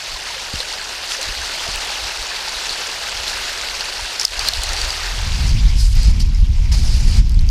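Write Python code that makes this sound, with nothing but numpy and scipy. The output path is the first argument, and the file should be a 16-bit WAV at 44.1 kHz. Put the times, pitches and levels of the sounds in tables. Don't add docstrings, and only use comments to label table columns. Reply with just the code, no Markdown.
import sys
import numpy as np
from scipy import signal
from scipy.fft import rfft, irfft
from scipy.io import wavfile
from scipy.ndimage import uniform_filter1d

SR = 44100
rng = np.random.default_rng(int(sys.argv[2]) if len(sys.argv) > 2 else 0)


def wav_out(sig):
    wavfile.write(sys.argv[1], SR, np.round(np.clip(np.atleast_2d(sig).T, -1, 1) * 32767).astype(np.int16))


N = 330750
HISS_TOP_HZ = 15330
EDGE_HZ = 16441


def gain_of(db):
    return 10 ** (np.asarray(db) / 20)


def evened(x):
    return x / np.sqrt(np.mean(x ** 2) + 1e-20)


def smoothed(x, size):
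    return uniform_filter1d(uniform_filter1d(x, size=size), size=size)


def read(points, hz):
    f, value = np.transpose(points)
    return np.interp(np.log(hz + 1), np.log(f + 1), value)


def columns(rows):
    s, *rest = np.transpose(rows)
    return [np.interp(np.arange(N) / SR, s, c) for c in rest]


def add(mix, s, sound):
    part = mix[round(s * SR):][:len(sound)]
    part += sound[:len(part)]


def coloured(x, points):
    hz = np.fft.rfftfreq(N, 1 / SR)
    spectrum = rfft(x) * gain_of(read(points, hz)) * (hz < HISS_TOP_HZ)
    return evened(irfft(spectrum, N))


def tilted(x, hz, db):
    low = signal.sosfiltfilt(signal.butter(2, hz, fs=SR, output="sos"), x)
    return low + gain_of(db) * (x - low)


def ringing(x, hz, width_hz):
    return signal.lfilter(*signal.iirpeak(hz, hz / width_hz, SR), x)


def wash(patchy_db, flicker_db, size=256):
    frames = 4 * N // size + 5
    a, b, patches = rng.standard_normal((frames, size // 2 + 1, 3)).T
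    patches = uniform_filter1d(patches, size=7, axis=0)
    patches = evened(uniform_filter1d(patches, size=24, axis=1))
    flicker = evened(uniform_filter1d(rng.standard_normal(frames), size=9))
    z = (a + 1j * b) * gain_of(patchy_db * patches + flicker_db * flicker)
    return evened(signal.istft(z, nperseg=size, noverlap=3 * size // 4)[1][:N])


def grains(per_s, spread_db, cycles, glide, low_hz, high_hz, count=26):
    struck = rng.random(N) < per_s / SR
    size = gain_of(spread_db * np.minimum(rng.exponential(1, N), 4)) * struck
    kind, out = rng.integers(0, count, N), np.zeros(N)
    for k, hz in enumerate(np.geomspace(low_hz, high_hz, count)):
        turns = np.arange(0, 4 * cycles, hz / SR)
        tone = np.sin(2 * np.pi * turns * (1 + glide * turns / cycles))
        tone = tone * (1 - np.exp(-turns)) * np.exp(-2 * turns / cycles)
        tone = tone * np.sqrt(hz) / np.linalg.norm(tone)
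        out += signal.oaconvolve(size * (kind == k), tone)[:N]
    return evened(out)


# time in seconds, level in dB, fizz above 650 Hz against the low wash in dB.
SHORE_LEVELS = [(4.95, -45, 0), (5.3, -32, 29), (5.55, -31.5, 7), (5.75, -33, 2), (5.9, -40, 2),
                (6.15, -36.5, 3), (6.45, -40, 2), (6.71, -37, 0), (6.95, -45, -11), (7.19, -31, 0),
                (7.23, -41, -2), (7.5, -41.5, -3)]
# frequency in Hz, relative level in dB per Hz.
SHORE_SPECTRUM = [(240, -22), (400, -5.5), (585, -8.5), (982, -5.5), (1040, -7.5), (1270, -10), (1830, -9),
                  (2170, -3.5), (3750, -6), (5000, -3), (13300, -29.5), (15200, -32)]


def shore():
    fizz = grains(per_s=1200, spread_db=2.5, cycles=4.4, glide=.03, low_hz=800, high_hz=13500)
    water = wash(patchy_db=2.45, flicker_db=1.0) + gain_of(-8) * fizz
    level_db, fizz_db = columns(SHORE_LEVELS)
    water = tilted(coloured(water, SHORE_SPECTRUM), 650, fizz_db) / gain_of(fizz_db)
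    begun = np.arange(N) > SHORE_LEVELS[0][0] * SR
    return gain_of(level_db) * begun * water


# start in seconds, level in dB,
# pitch of the swing in Hz, time for the swing to die by 60 dB in seconds.
BODY_BUMPS = [(0.539, -21.5, 61, 0.05), (1.289, -33, 50, 0.074), (1.689, -28, 48, 0.098)]


def bumps():
    out, t = np.zeros(N), np.arange(6000) / SR
    for s, db, hz, t60 in BODY_BUMPS:
        push = 4.2 * np.sin(2 * np.pi * 150 * t) * np.exp(-t / 0.0014)
        decay = gain_of(-60 * np.maximum(t - .02, 0) / t60)
        swing = -np.sin(2 * np.pi * hz * t) * (1 - np.exp(-t / 0.01)) * decay
        add(out, s, gain_of(db) * (push + swing))
    return out


# start in seconds, peak in dB, pitch in Hz, length in seconds.
SKIN_SQUEAKS = [(4.396, -48, 11200, 0.01), (5.94, -42, 13300, .03)]


def squeaks():
    out = np.zeros(N)
    for s, db, hz, length in SKIN_SQUEAKS:
        t = np.arange(0, length, 1 / SR)
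        add(out, s, gain_of(db) * np.sin(2 * np.pi * hz * t) * np.hanning(len(t)))
    return out


# start in seconds, peak in dB,
# pitch in Hz, bare slips against the ring in dB.
CASING_TICKS = [(0.557, -14, 4340, -7), (0.6035, -9.5, 4000, -10), (0.726, -14, 4610, -14),
                (1.119, -11, 3140, -14), (1.2136, -14, 6190, -15), (1.229, -10, 4010, 0),
                (1.7592, -11, 2600, 6), (1.848, -16, 4170, 3), (1.9558, -13, 2640, -17),
                (2.693, -10.5, 4200, -21), (3.279, -11.5, 3950, -13), (3.807, -11, 4400, -17),
                (4.1964, -3.5, 5360, -24), (4.2122, -7, 5500, -20), (4.2313, -13, 5050, -10),
                (4.2504, 0, 4890, -8), (4.28, -17.5, 4270, -13), (4.3081, -20, 4230, -10),
                (4.3924, -4, 4330, -21), (4.4744, -15, 4200, -10), (4.4862, -1.2, 4280, -3),
                (4.5348, -9, 4080, -14), (4.572, -15, 4900, -16), (4.6351, -5, 4100, 13),
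                (4.69, -15, 4520, -4), (4.7326, -11, 4800, -15), (4.7647, -13, 4700, -14),
                (4.8148, -8.5, 4670, -13), (4.9042, -11, 4640, -16), (5.492, -17, 4540, -12),
                (6.0312, -15, 4700, -10), (6.3465, -24, 5170, -12), (7.295, -22.5, 4690, 1),
                (7.3188, -30, 4970, 3), (7.344, -26, 4200, 0), (7.3913, -18, 4380, -11),
                (7.4098, -29, 2500, 8), (7.467, -29, 4560, 2), (7.489, -18, 4670, -16)]
# factor on the tick's pitch, width in Hz, level in dB.
CASING_MODES = [(1.025, 420, 16.5), (1.19, 1000, 9), (1.37, 340, -5), (1.75, 1400, -5)]
TICK_T60_S, TICK_RISE_S = 0.0084, 0.00045


def ticks():
    out, t = np.zeros(N), np.arange(1300) / SR
    flurry = gain_of(-60 * t / TICK_T60_S) * (1 - np.exp(-t / TICK_RISE_S)) ** 2
    bare_band = signal.butter(2, (2500, 10500), "band", fs=SR, output="sos")
    noises = rng.standard_normal((len(CASING_TICKS), len(t)))
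    for (s, db, hz, bare_db), noise in zip(CASING_TICKS, noises):
        slips = noise * flurry
        ring = np.zeros(len(t))
        for factor, width_hz, mode_db in CASING_MODES:
            mode = ringing(slips, hz * factor, width_hz)
            ring += gain_of(mode_db) * ringing(mode, hz * factor, 2.7 * width_hz)
        bare = signal.sosfilt(bare_band, slips * np.exp(-t / 0.00028))
        tick = ring / abs(ring).max() + gain_of(bare_db) * bare / abs(bare).max()
        add(out, s, gain_of(db) * tick / abs(tick).max())
    return out


# start in seconds, length in seconds, rise in seconds,
# first level in dB, last level in dB, treble above 5 kHz against the level in dB.
HAND_RUBS = [(.53, 0.11, .003, -32, -26, -6), (0.698, 0.037, .003, -22, -35, -9),
             (1.086, 0.1, .025, -18.5, -34, -2.5), (1.217, 0.035, .003, -38, -30, -7),
             (3.267, 0.032, 0.016, -30, -29, 6), (4.192, 0.039, .005, -22, -36, 3),
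             (4.424, 0.064, .003, -44, -9, -7), (5.757, 0.18, .045, -32, -44, 9),
             (5.919, .2, 0.035, -27.5, -30.5, -4), (6.193, 0.041, .012, -24.5, -34.5, 1.5),
             (6.714, 0.49, 0.0067, -28.5, -31.5, -2)]
# frequency in Hz, relative level in dB per Hz.
RUB_SPECTRUM = [(290, -19), (500, -14), (824, -11.5), (1050, -14.5), (1250, -15), (2980, -8.5), (3300, -12),
                (4850, 0), (6010, -7), (10500, -18), (15200, -32)]
LIFT_S, RUB_FLUTTER_DB = 0.008, 1.5


def rubs():
    slips = grains(per_s=2100, spread_db=2.5, cycles=1.2, glide=.01, low_hz=1490, high_hz=13900)
    skin = coloured(wash(patchy_db=2.0, flicker_db=-0.5) + gain_of(-7.0) * slips, RUB_SPECTRUM)
    flutter = evened(smoothed(rng.standard_normal(N), 600))
    stroke, treble_db, t = np.zeros(N), np.zeros(N), np.arange(N) / SR
    for s, length, rise, first_db, last_db, bright_db in HAND_RUBS:
        touch = np.clip(np.minimum((t - s) / rise, (s + length - t) / LIFT_S), 0, 1)
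        stroke += touch * gain_of(np.interp(t, (s, s + length), (first_db, last_db)))
        treble_db += (touch > 0) * bright_db
    return stroke * gain_of(RUB_FLUTTER_DB * flutter) * tilted(skin, 5000, treble_db)


# time in seconds,
# level before the soft limit in dB, rumble above 103 Hz against the level in dB.
WIND_LEVELS = [(0, -51.5, 14), (.5, -45, 9), (1.1, -46.5, 4), (1.5, -42, -4), (2.0, -44, 3), (2.8, -47, 3),
               (3.3, -40, 4), (3.9, -42, -2), (4.25, -49, -3), (4.55, -33, 2), (4.95, -32, -5),
               (5.26, -19, 4.5), (5.52, -13.5, 10.5), (5.9, -11.5, -3.5), (6.2, -15, 10.5),
               (6.55, -13.5, -1), (6.8, -9, 0.5), (7.2, -13.5, 7), (7.5, -9.5, 2)]
# frequency in Hz, relative level in dB per Hz.
WIND_SPECTRUM = [(8.2, -58), (14, -1.5), (38, 6.5), (65, -1), (83, -6), (225, -30), (252, -32.5),
                 (302, -40.5), (378, -45), (400, -49), (520, -82), (880, -120)]
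# middle in seconds,
# peak level before the soft limit in dB, length in seconds.
RUMBLE_SWELLS = [(0.133, -34, .12), (0.58, -33, .08), (1.292, -29, 0.11), (1.41, -31.5, 0.13),
                 (1.738, -33, 0.25), (2.05, -30, 0.091), (2.214, -35, 0.077), (2.558, -36, 0.081),
                 (2.705, -38, .14), (3.18, -39, 0.14), (4.02, -33, 0.12), (4.397, -31, 0.25),
                 (4.59, -23, 0.073), (4.703, -24.5, 0.17), (4.85, -24.5, 0.14), (5.532, -17, 0.068),
                 (5.66, -10, .12), (5.766, -14, 0.043), (5.853, -16, 0.14), (5.972, -8, 0.067),
                 (6.094, -5, 0.11), (6.243, -8, 0.047), (6.417, -7, .08), (6.49, -12, 0.081),
                 (6.611, -12, 0.047), (7.07, -4, 0.047), (7.199, -1.5, 0.08), (7.4, -13.5, .16)]
SWELL_UPPER_DB = -13
SOFT_LIMIT = 0.75


def wind():
    level_db, upper_db = columns(WIND_LEVELS)
    swells = np.zeros(N)
    for s, db, length in RUMBLE_SWELLS:
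        add(swells, s - length / 2, gain_of(db) * np.hanning(round(length * SR)))
    eddies = coloured(rng.standard_normal(N), WIND_SPECTRUM + [(900, -93)])
    size = np.sqrt(abs(smoothed(eddies ** 2, 2000)))
    eddies = evened(eddies / (size + 0.13) ** 0.47)
    lumps_db = 1.5 * evened(smoothed(rng.standard_normal(N), 1500))
    slow = gain_of(level_db) * tilted(eddies, 103, upper_db)
    pushed = slow + swells * tilted(eddies, 77, SWELL_UPPER_DB)
    return tilted(SOFT_LIMIT * np.tanh(pushed / SOFT_LIMIT), 140, lumps_db)


# start in seconds,
# level before the rise and decay in dB, starting pitch in Hz.
CLEAR_BUBBLES = [(0.159, -20, 990), (0.305, -22, 930), (0.364, -25.5, 500), (0.6, -25, 500),
                 (0.627, -19, 1580), (0.716, -23, 840), (0.796, -19, 1600), (1.146, -15, 1700),
                 (1.189, -22, 508), (1.286, -20, 1680), (1.326, -20, 1650), (1.421, -15, 1570),
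                 (1.493, -16, 1420), (1.551, -14, 2180), (1.664, -22, 656), (1.776, -14, 2680),
                 (2.108, -17, 2600), (2.17, -16, 2600), (2.317, -17, 1700), (2.476, -20, 855),
                 (2.756, -16, 1560), (3.332, -15, 1640), (3.539, -19, 1540), (3.635, -19, 1470),
                 (3.826, -18, 1490), (3.884, -21, 930), (3.992, -17.5, 907), (4.05, -17, 1570),
                 (4.387, -19.5, 770), (4.528, -22, 695), (4.623, -23, 775), (4.673, -18, 1800),
                 (4.993, -20, 1190), (5.735, -25, 2900)]


def bubbles():
    out = np.zeros(N)
    for s, db, hz in CLEAR_BUBBLES:
        turns = np.arange(0, 30, hz / SR)
        tone = np.sin(2 * np.pi * turns * (1 + 0.0028 * turns))
        add(out, s, gain_of(db) * tone * (1 - np.exp(-turns / 1.3)) * np.exp(-turns / 4.6))
    return out


# time in seconds, level in dB.
STREAM_LEVELS = [(0, -28), (.75, -26), (1.0, -27), (1.15, -25.5), (1.9, -23.5), (2.3, -25.5), (2.7, -24.5),
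                 (3.5, -24), (4.2, -25.5), (4.6, -24.5), (4.82, -22.5), (5.0, -24), (5.3, -28.5),
                 (5.5, -30), (5.56, -35)]
# frequency in Hz, relative level in dB per Hz.
STREAM_SPECTRUM = [(82, -53), (140, -13), (295, -14.5), (412, -7), (482, -7.5), (885, -2.5), (1120, -6),
                   (1530, -2.5), (2360, -3.5), (2710, 0.5), (3230, -2), (4590, 1.5), (8950, -13.5),
                   (15200, -29)]
# start in seconds, depth in dB.
LEVEL_DIPS = [(4.254, 10), (4.495, 1.5)]
DIP_S, DIP_TREBLE_SHARE = 0.084, 0.65
STREAM_TREBLE_DB = -0.66


def stream():
    level_db, = columns(STREAM_LEVELS)
    t = np.arange(N) / SR
    dip_db = np.zeros(N)
    for s, db in LEVEL_DIPS:
        dip_db += db * (t > s) * np.clip(1 - ((t - s) / DIP_S) ** 2, 0, 1)
    far = wash(patchy_db=1.3, flicker_db=1.28)
    near = grains(per_s=2500, spread_db=3.5, cycles=6.2, glide=0.089, low_hz=297.8, high_hz=14100)
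    gurgle = grains(per_s=450, spread_db=1.5, cycles=6.85, glide=0.084, low_hz=215.6, high_hz=2190)
    crackle = grains(per_s=640, spread_db=1.5, cycles=0.67, glide=.01, low_hz=2500, high_hz=13700)
    water = far + gain_of(-5) * near + gain_of(-14.0) * gurgle + gain_of(-16.0) * crackle
    treble_db = STREAM_TREBLE_DB + DIP_TREBLE_SHARE * dip_db
    water = tilted(coloured(water, STREAM_SPECTRUM), 3500, treble_db)
    fade = np.clip((STREAM_LEVELS[-1][0] - t) / 0.048, 0, 1)
    return gain_of(level_db - dip_db) * fade * water


def scene():
    at_camera = bumps() + squeaks() + ticks() + rubs() + wind()
    return (shore() + at_camera + bubbles() + stream())[None]


def record(dry):
    over = .7 + .18 * np.tanh((abs(dry) - .7) / .18)
    rounded = np.where(abs(dry) < .7, dry, np.sign(dry) * over)
    band = signal.firwin(511, EDGE_HZ, window=("kaiser", 9), fs=SR)
    return signal.oaconvolve(rounded, band[None], "same")


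dry = scene()
out = record(dry)
wav_out(out)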